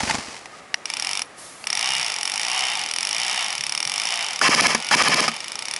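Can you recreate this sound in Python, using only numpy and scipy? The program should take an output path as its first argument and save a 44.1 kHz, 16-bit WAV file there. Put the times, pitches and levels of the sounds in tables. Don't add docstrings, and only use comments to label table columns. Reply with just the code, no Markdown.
import sys
import numpy as np
from scipy import signal
from scipy.fft import rfft, irfft
from scipy.io import wavfile
from scipy.ndimage import uniform_filter1d

SR = 44100
rng = np.random.default_rng(int(sys.argv[2]) if len(sys.argv) > 2 else 0)


def generate_wav(sig):
    pcm = np.round(np.clip(np.atleast_2d(sig).T, -1, 1) * 32767).astype(np.int16)
    wavfile.write(sys.argv[1], SR, pcm)


N = 255339
TIME = np.arange(N) / SR

# (gears bite [s], piston let go [s], grind [dB], slam [dB], puff [dB])
SHOT_CYCLES = [(4.413, 4.482, -11, -3, -9), (4.495, 4.548, -13, 2, -28), (4.559, 4.608, -14, 1, -16),
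               (4.62, 4.668, -13, 1.5, -24), (4.91, 4.949, -11, 2, -15), (4.967, 5.022, -13, -2, -36),
               (5.035, 5.083, -13.5, 0.5, -15), (5.094, 5.143, -14.5, 1, -18.5),
               (5.156, 5.204, -14.5, 0, -16.5)]
# (time [s], level [dB])
MOTOR_STARTS = [(4.414, -7), (4.9122, -7.5)]
# (frequency [Hz], level [dB])
GEARBOX_SPECTRUM = [(59, -41), (100, -28), (157, 3.5), (238, -4), (522, 0.5), (853, 2.5), (1220, -8),
                    (1540, -9), (2240, -2), (3250, -3), (3660, -13), (5110, 4), (8030, -12), (9220, -9),
                    (11000, -10.5), (14300, -23), (22000, -120)]
# (frequency [Hz], width [Hz], level [dB])
CASING_MODES = [(694, 580, -1), (1027, 95, 9), (1210, 180, 10), (1496, 68, 3), (1710, 190, 10),
                (1920, 370, 1.5), (2265, 310, 9), (2678, 180, 5.5), (3130, 340, 4.5), (4010, 190, -0.5),
                (4320, 200, -7), (5160, 260, 3.5)]
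# (frequency [Hz], width [Hz], hit by pawl [dB], hit by pellets [dB])
SHELL_MODES = [(845, 283, -4.5, 1.5), (1277, 443, -8, 0), (1870, 380, -4.5, -14), (2326, 430, 1.5, 7),
               (2873, 430, 0.5, -7.5), (3490, 536, -2, 1), (4510, 1120, -6, -3), (5136, 510, 1.5, 1),
               (5598, 384, 8, -5), (6405, 700, -13, -3), (7540, 1250, -9.5, -10), (8970, 1010, -5, -11),
               (9980, 380, -2, -29), (10640, 510, -5, -8)]


def rifle():
    # (time [s], level [dB])
    latch_hits = [(4.7476, 1.5), (5.2795, -4), (5.284, -11)]
    # (frequency [Hz], level [dB])
    slam_spectrum = [(150, -6), (700, -15), (2200, 7), (3800, 3.5), (5400, 10), (7500, -6.5), (10000, 2.5)]
    # (frequency [Hz], level [dB], time to fade by 60 dB [s])
    stock_modes = [(163.7, -36, 0.25), (229, -26, 0.18)]
    _, release, _, slam_db, puff_db = np.transpose(SHOT_CYCLES)
    slams = clicks(release, slam_db)
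    clacks = clicks(*np.transpose(latch_hits))
    kicks = clicks(*np.transpose(MOTOR_STARTS))
    last_teeth = clicks(release - .0102, slam_db - 11) + clicks(release - .0053, slam_db - 1)
    piston = from_db(-4) * colour(chatter(slams, t60=.012), slam_spectrum)
    knocks = chatter(clacks, t60=.03) + chatter(last_teeth, t60=.0036) + chatter(kicks, t60=.022)
    metal = from_db(-10) * colour(knocks, GEARBOX_SPECTRUM)
    metal += from_db(-10.5) * resonate(knocks, CASING_MODES)
    motor = from_db(16.5) * resonate(kicks, [(1143, 110, -1.8), (1426, 220, -2), (1730, 110, -2)])
    muzzle = from_db(15.5) * resonate(clicks(release + .00875, puff_db), [(229, 274, 0)])
    jolts = from_db(-2) * slams + clacks
    stock = sum(from_db(db) * ring(jolts, hz, t60) for hz, db, t60 in stock_modes)
    return gears() + piston + metal + motor + muzzle + stock


def gears(mesh_hz=1170, sag=.13, jitter=.0452, whine_db=-13, spin_up_s=.024):
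    # (share of the cycle [0-1], rasp [dB], casing howl [dB])
    load_curve = [(0, -2.5, -32), (.15, -5.5, -18), (.45, -2.5, -6), (.8, -5.5, 1), (1, -3.5, -8.5)]
    # (start [s], stop [s], level [dB])
    coasts = [(4.679, 4.736, -17.5), (5.214, 5.266, -19)]
    share, rasp_db, howl_db = np.transpose(load_curve)
    rasp, howl, drawn = np.zeros((3, N))
    for start, release, db, _, _ in SHOT_CYCLES:
        cycle = (TIME - start) / (release - start)
        running = (cycle >= 0) & (cycle < 1)
        rasp += running * from_db(db + np.interp(cycle, share, rasp_db))
        howl += running * from_db(db + np.interp(cycle, share, howl_db))
        drawn += running * cycle
    coast = sum(level([(start, db - 4), ((start + stop) / 2, db + 1),
                       (stop, db - 5), (stop + .009, db - 12)]) for start, stop, db in coasts)
    lagging = sum((TIME > s) * np.exp(-np.abs(TIME - s) / spin_up_s) for s, _ in MOTOR_STARTS)
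    wobble = rms_one(uniform_filter1d(rng.standard_normal(N), size=90))
    whine_hz = mesh_hz * (1 + sag * (.5 - drawn) - .5 * lagging + jitter * wobble)
    phase = 2 * np.pi * np.cumsum(whine_hz) / SR
    whine = from_db(whine_db) * (howl * (1 + 4 * lagging) * np.sin(phase) + rasp * np.sin(2 * phase))
    grinding = (rasp + coast) * from_db(-5) * grains(per_s=3600, spread_db=2.5)
    shaking = (howl + .5 * rasp + coast) * from_db(-5.5) * grains(per_s=3200, spread_db=-2)
    return colour(grinding, GEARBOX_SPECTRUM) + resonate(shaking, CASING_MODES) + whine


def wheel(usual_teeth_per_s=52.25, stir_power=1.23, settle_s=.0064):
    # (start [s], stop [s], first ramp [s],
    # last ramp [s], first speed [teeth/s], middle speed [teeth/s], last speed [teeth/s],
    # first tick [dB], last tick [dB], pellets at the start [dB], pellets at the end [dB])
    strokes = [(.8555, 1.242, .24, .052, 19.63, 48.95, 18.6, -20, -18, -25.5, -31.5),
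               (1.67, 2.2303, .1765, .243, 28.15, 65.2, 36.4, -17.5, -21, -28, -28.5),
               (2.2303, 2.9113, .3346, .263, 42.54, 66.37, 33, -18.5, -22.5, -29.5, -26),
               (2.9113, 3.608, .3394, .222, 38.27, 62.78, 29.75, -18, -22, -30, -26),
               (3.608, 3.8025, .09, .1045, 34.3, 35.3, 39.3, -19, -16.5, -28, -29),
               (3.8025, 4.412, .285, .2045, 39.6, 58.4, 25.8, -18, -22.5, -29.5, -26),
               (4.412, 4.7778, .1, .1, 35, 40, 42, -34, -34, -27, -28),
               (4.7778, 4.903, .066, .059, 42.1, 46.4, 50.3, -28, -19.5, -29, -29),
               (4.903, 5.3637, .1, .2, 50, 50, 39, -36, -28, -29, -27.5),
               (5.3637, 5.805, .214, .227, 24.6, 28.2, 43.6, -26, -18.5, -24.5, -30.5)]
    # (share of the stroke [0-1], added tick level [dB])
    pressure = [(0, 1.5), (.25, 0.85), (.5, 0.5), (.78, 0), (1, 1.5)]
    shares, press_db = np.transpose(pressure)
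    speed, stirred = np.zeros((2, N))
    ticks = []
    for start, stop, first_ramp, last_ramp, first, middle, last, *levels in strokes:
        first_db, last_db, stir_from_db, stir_to_db = levels
        inside = (TIME >= start) & (TIME < stop)
        s = TIME[inside]
        share = (s - start) / (stop - start)
        corners = [start, start + first_ramp, max(stop - last_ramp, start + first_ramp), stop]
        rate = np.interp(s, corners, [first, middle, middle, last])
        teeth_passed = np.cumsum(rate) / SR
        at_tooth = np.searchsorted(teeth_passed, np.arange(teeth_passed[-1] - .25))
        tick_db = first_db + (last_db - first_db) * share + np.interp(share, shares, press_db)
        ticks += zip(s[at_tooth], tick_db[at_tooth])
        speed[inside] = rate
        stir_db = stir_from_db + (stir_to_db - stir_from_db) * share
        stirred[inside] = from_db(stir_db) * (rate / usual_teeth_per_s) ** stir_power
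    decay = np.exp(-1 / (settle_s * SR))
    return speed, signal.lfilter([1 - decay], [1, -decay], stirred + 1e-18), ticks


def ratchet(teeth, buzz_db=-9, bounce_s=.0007, teeth_per_turn=31):
    # (time [s], tick [dB], knock on the housing [dB])
    slacks = [(0.742, -24, -6), (1.64, -39, -20)]
    # (frequency [Hz], width [Hz], level [dB])
    housing_modes = [(804, 260, 10.5), (1750, 1030, 5), (2430, 730, 4), (2800, 490, 7), (4780, 1350, 6)]
    slack_s, slack_db, housing_db = np.transpose(slacks)
    times, db = np.transpose(sorted([*teeth, *zip(slack_s, slack_db)]))
    tooth = np.arange(len(times))
    tick_db = db + .5 * rng.standard_normal(N)[tooth]
    drops = clicks(times, tick_db)
    bounce_delay = bounce_s * (1 + .35 * np.sin(2 * np.pi * tooth / teeth_per_turn))
    bounces = clicks(times + bounce_delay, tick_db)
    buzz = chatter(drops + clicks(times - .0016, tick_db), t60=.024)
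    force = from_db(18.5) * drops + from_db(5) * bounces + from_db(buzz_db) * buzz
    ticks = resonate(force, [row[:3] for row in SHELL_MODES])
    slack = resonate(chatter(clicks(slack_s, housing_db), t60=.009), housing_modes)
    return smear(ticks + slack)


def smear(x, hz=7000, width_hz=3000, stages=5):
    r = np.exp(-np.pi * width_hz / SR)
    feedback = [1, -2 * r * np.cos(2 * np.pi * hz / SR), r * r]
    return signal.sosfilt([feedback[::-1] + feedback] * stages, x)


def pellets(speed, stirred, hard_winding_db=-27, flutter_hz=12):
    # (rate [cycles per wheel tooth], level [dB])
    feed_gears = [(11.8, -23), (15.15, -23.5), (17.4, -22), (43.9, -24)]
    # (frequency [Hz], width [Hz], level [dB])
    drum_modes = [(753, 205, -1.5), (916, 120, -6), (1090, 210, -6), (1890, 670, -2), (2245, 270, -3),
                  (2682, 130, -1), (2993, 380, 5), (3716, 240, -2), (5350, 400, -18)]
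    tooth_phase = 2 * np.pi * np.cumsum(speed) / SR
    smoothing = signal.butter(2, flutter_hz, fs=SR, output="sos")
    groan = 0
    for cycles, db in feed_gears:
        flutter = signal.sosfilt(smoothing, rng.standard_normal(N))
        groan += from_db(db) * rms_one(flutter * np.sin(cycles * tooth_phase))
    shaken_modes = [(hz, width, db) for hz, width, _, db in SHELL_MODES]
    rattle = resonate(stirred * grains(per_s=1500, spread_db=3), shaken_modes)
    effort = stirred ** 2 / from_db(hard_winding_db)
    whir = resonate(effort * (grains(per_s=2000, spread_db=5) + groan), drum_modes)
    hollow = resonate(stirred * grains(per_s=250, spread_db=7), [(156, 140, -3.5), (447, 520, -6.5)])
    return from_db(-5) * rattle + from_db(-4.8) * whir + from_db(-27.5) * hollow


def settling():
    # (time [s], knock [dB], thud [dB])
    rock_hits = [(.004, -10, -32), (0.033, -10, -15.5), (.077, -16.5, -24), (0.095, -13, -33),
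                 (0.098, -10, -35), (.109, -8.5, -30), (0.11, -23, -40), (.144, -14, -19),
                 (0.151, -12, -27), (.184, -21, -22), (.282, -28, -31.5), (0.307, -28, -55),
                 (.343, -24, -55), (.365, -25, -55), (0.457, -24, -60)]
    # (frequency [Hz], level [dB])
    knock_spectrum = [(88, -24), (150, -1), (262, -21), (362, -25), (474, -19), (889, 3.5), (1010, -5.5),
                      (1500, -8), (1890, -2), (3950, -13), (5460, -10.5), (11000, -23.5), (14300, -73),
                      (22000, -120)]
    # (time [s], level [dB])
    scrape_curve = [(0, -30), (.06, -28.5), (.15, -29), (.23, -36), (.36, -39.5), (.47, -51.5), (.6, -47.5)]
    # (frequency [Hz], level [dB])
    grit_spectrum = [(24, -50), (40, -26), (244, -14.5), (440, -11), (791, -10), (1070, -7.5), (1490, -14),
                     (2070, -9), (2280, -9.5), (3480, -15), (5070, -11), (11000, -23), (14300, -55),
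                     (22000, -120)]
    times, knock_db, thud_db = np.transpose(rock_hits)
    knocks = from_db(-5) * colour(chatter(clicks(times, knock_db), t60=.028), knock_spectrum)
    thuds = clicks(times, thud_db)
    body = from_db(-1.5) * ring(thuds, hz=238, t60=.048) + from_db(-10.5) * ring(thuds, hz=99, t60=.053)
    scrape = level(scrape_curve) * colour(grains(per_s=2800, spread_db=4.5), grit_spectrum)
    return knocks + body + scrape


def finger_slide():
    # (time [s], level [dB])
    slide_curve = [(1.33, -79), (1.385, -36.5), (1.47, -37.5), (1.58, -42.5), (1.66, -40)]
    # (frequency [Hz], level [dB])
    spectrum = [(500, -4), (2500, -4), (4000, -1.5), (5500, 1.5), (7500, -1), (10500, 3)]
    return level(slide_curve) * colour(rng.standard_normal(N), spectrum)


def bumps():
    # (time [s], level [dB])
    pushes = [(1.9, -43), (1.99, -44), (3.59, -42), (3.67, -46), (3.76, -47), (3.86, -41)]
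    return ring(clicks(*np.transpose(pushes)), hz=150, t60=.16)


def trees(x, t60=.27):
    tail = grains(per_s=1200, spread_db=19) * from_db(-60 * TIME / t60) * (TIME > .008)
    echoes = signal.fftconvolve(x, tail / np.linalg.norm(tail))[:N]
    return colour(echoes, [(100, -1), (800, -7), (3000, -27), (10000, -8)])


def wood_hiss():
    # (frequency [Hz], level [dB])
    air_spectrum = [(18, -60), (30, -19), (114, -10.5), (245, -7), (514, -6), (582, -3), (658, -4.5),
                    (726, -3.5), (1030, -8.5), (1250, -1.5), (1380, -9.5), (1950, -7), (3360, -16.5),
                    (5240, -19), (11000, -25), (14300, -71), (22000, -120)]
    return from_db(-44.5) * colour(rng.standard_normal(N), air_spectrum)


def faint_tones():
    # (start [s], stop [s], frequency [Hz], level [dB])
    tones = [(0.518, 0.543, 1240, -50), (4.76, 4.921, 1447, -49.5)]
    sound = 0
    for start, stop, hz, db in tones:
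        swell = level([(start, db - 4), (start + .0079, db), (stop, db + 7.5), (stop + .018, db - 26)])
        sound += swell * np.sqrt(2) * np.sin(2 * np.pi * hz * TIME)
    return sound


def from_db(db):
    return 10 ** (np.asarray(db) / 20)


def rms_one(x):
    return x / np.sqrt(np.mean(x ** 2) + 1e-20)


def level(rows):
    s, db = np.transpose(rows)
    return from_db(np.interp(TIME, s, db, left=-150, right=-150))


def colour(x, spectrum):
    hz, db = np.transpose(spectrum)
    grid = np.fft.rfftfreq(2 ** 13, 1 / SR)
    gains = from_db(np.interp(np.log(grid + 1), np.log(hz), db))
    fold = np.r_[1, np.full(len(grid) - 2, 2), 1, np.zeros(len(grid) - 2)]
    cepstrum = irfft(np.log(gains))
    response = irfft(np.exp(rfft(cepstrum * fold)))
    return signal.fftconvolve(x, response / np.linalg.norm(response))[:N]


def resonate(x, modes):
    out, power = 0, 0
    x = x + 1e-12 * np.cos(TIME * SR)
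    for k, (hz, width, db) in enumerate(modes):
        r = np.exp(-np.pi * width / SR)
        gain = (1 - r * r) / 2
        band = [gain, 0, -gain, 1, -2 * r * np.cos(2 * np.pi * hz / SR), r * r]
        out = out + (-1) ** k * from_db(db) * signal.sosfilt([band, band], x)
        power += from_db(db) ** 2 * (1 - r) / 2
    return out / np.sqrt(power)


def ring(x, hz, t60):
    r, step = from_db(-60 / (t60 * SR)), 2 * np.pi * hz / SR
    return signal.lfilter([0, np.sin(step)], [1, -2 * r * np.cos(step), r * r], x + 1e-18)


def clicks(times, db):
    out = np.zeros(N)
    samples = np.round(np.asarray(times) * SR).astype(int)
    np.add.at(out, np.clip(samples, 0, N - 1), from_db(db))
    return out


def chatter(hits, t60):
    decay = from_db(-60 / (t60 * SR))
    return signal.lfilter([1], [1, -decay], hits + 1e-18) * rng.standard_normal(N)


def grains(per_s, spread_db):
    sizes = from_db(spread_db * np.clip(rng.standard_normal(N), -2, 2)) * rng.choice([-1, 1], N)
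    return rms_one(sizes * (rng.random(N) < per_s / SR))


def scene():
    speed, stirred, teeth = wheel()
    near = ratchet(teeth) + pellets(speed, stirred) + bumps() + rifle() + settling() + finger_slide()
    return (near + wood_hiss() + from_db(-18.5) * trees(near) + faint_tones())[None]


def record(dry):
    ceiling, low_hz, high_hz = .7, 50, 11000
    rounded = ceiling * np.tanh(dry / ceiling)
    thin = signal.sosfilt(signal.butter(2, low_hz, "high", fs=SR, output="sos"), rounded)
    return signal.sosfilt(signal.cheby1(12, .2, high_hz, fs=SR, output="sos"), thin)


dry = scene()
out = record(dry)
generate_wav(out)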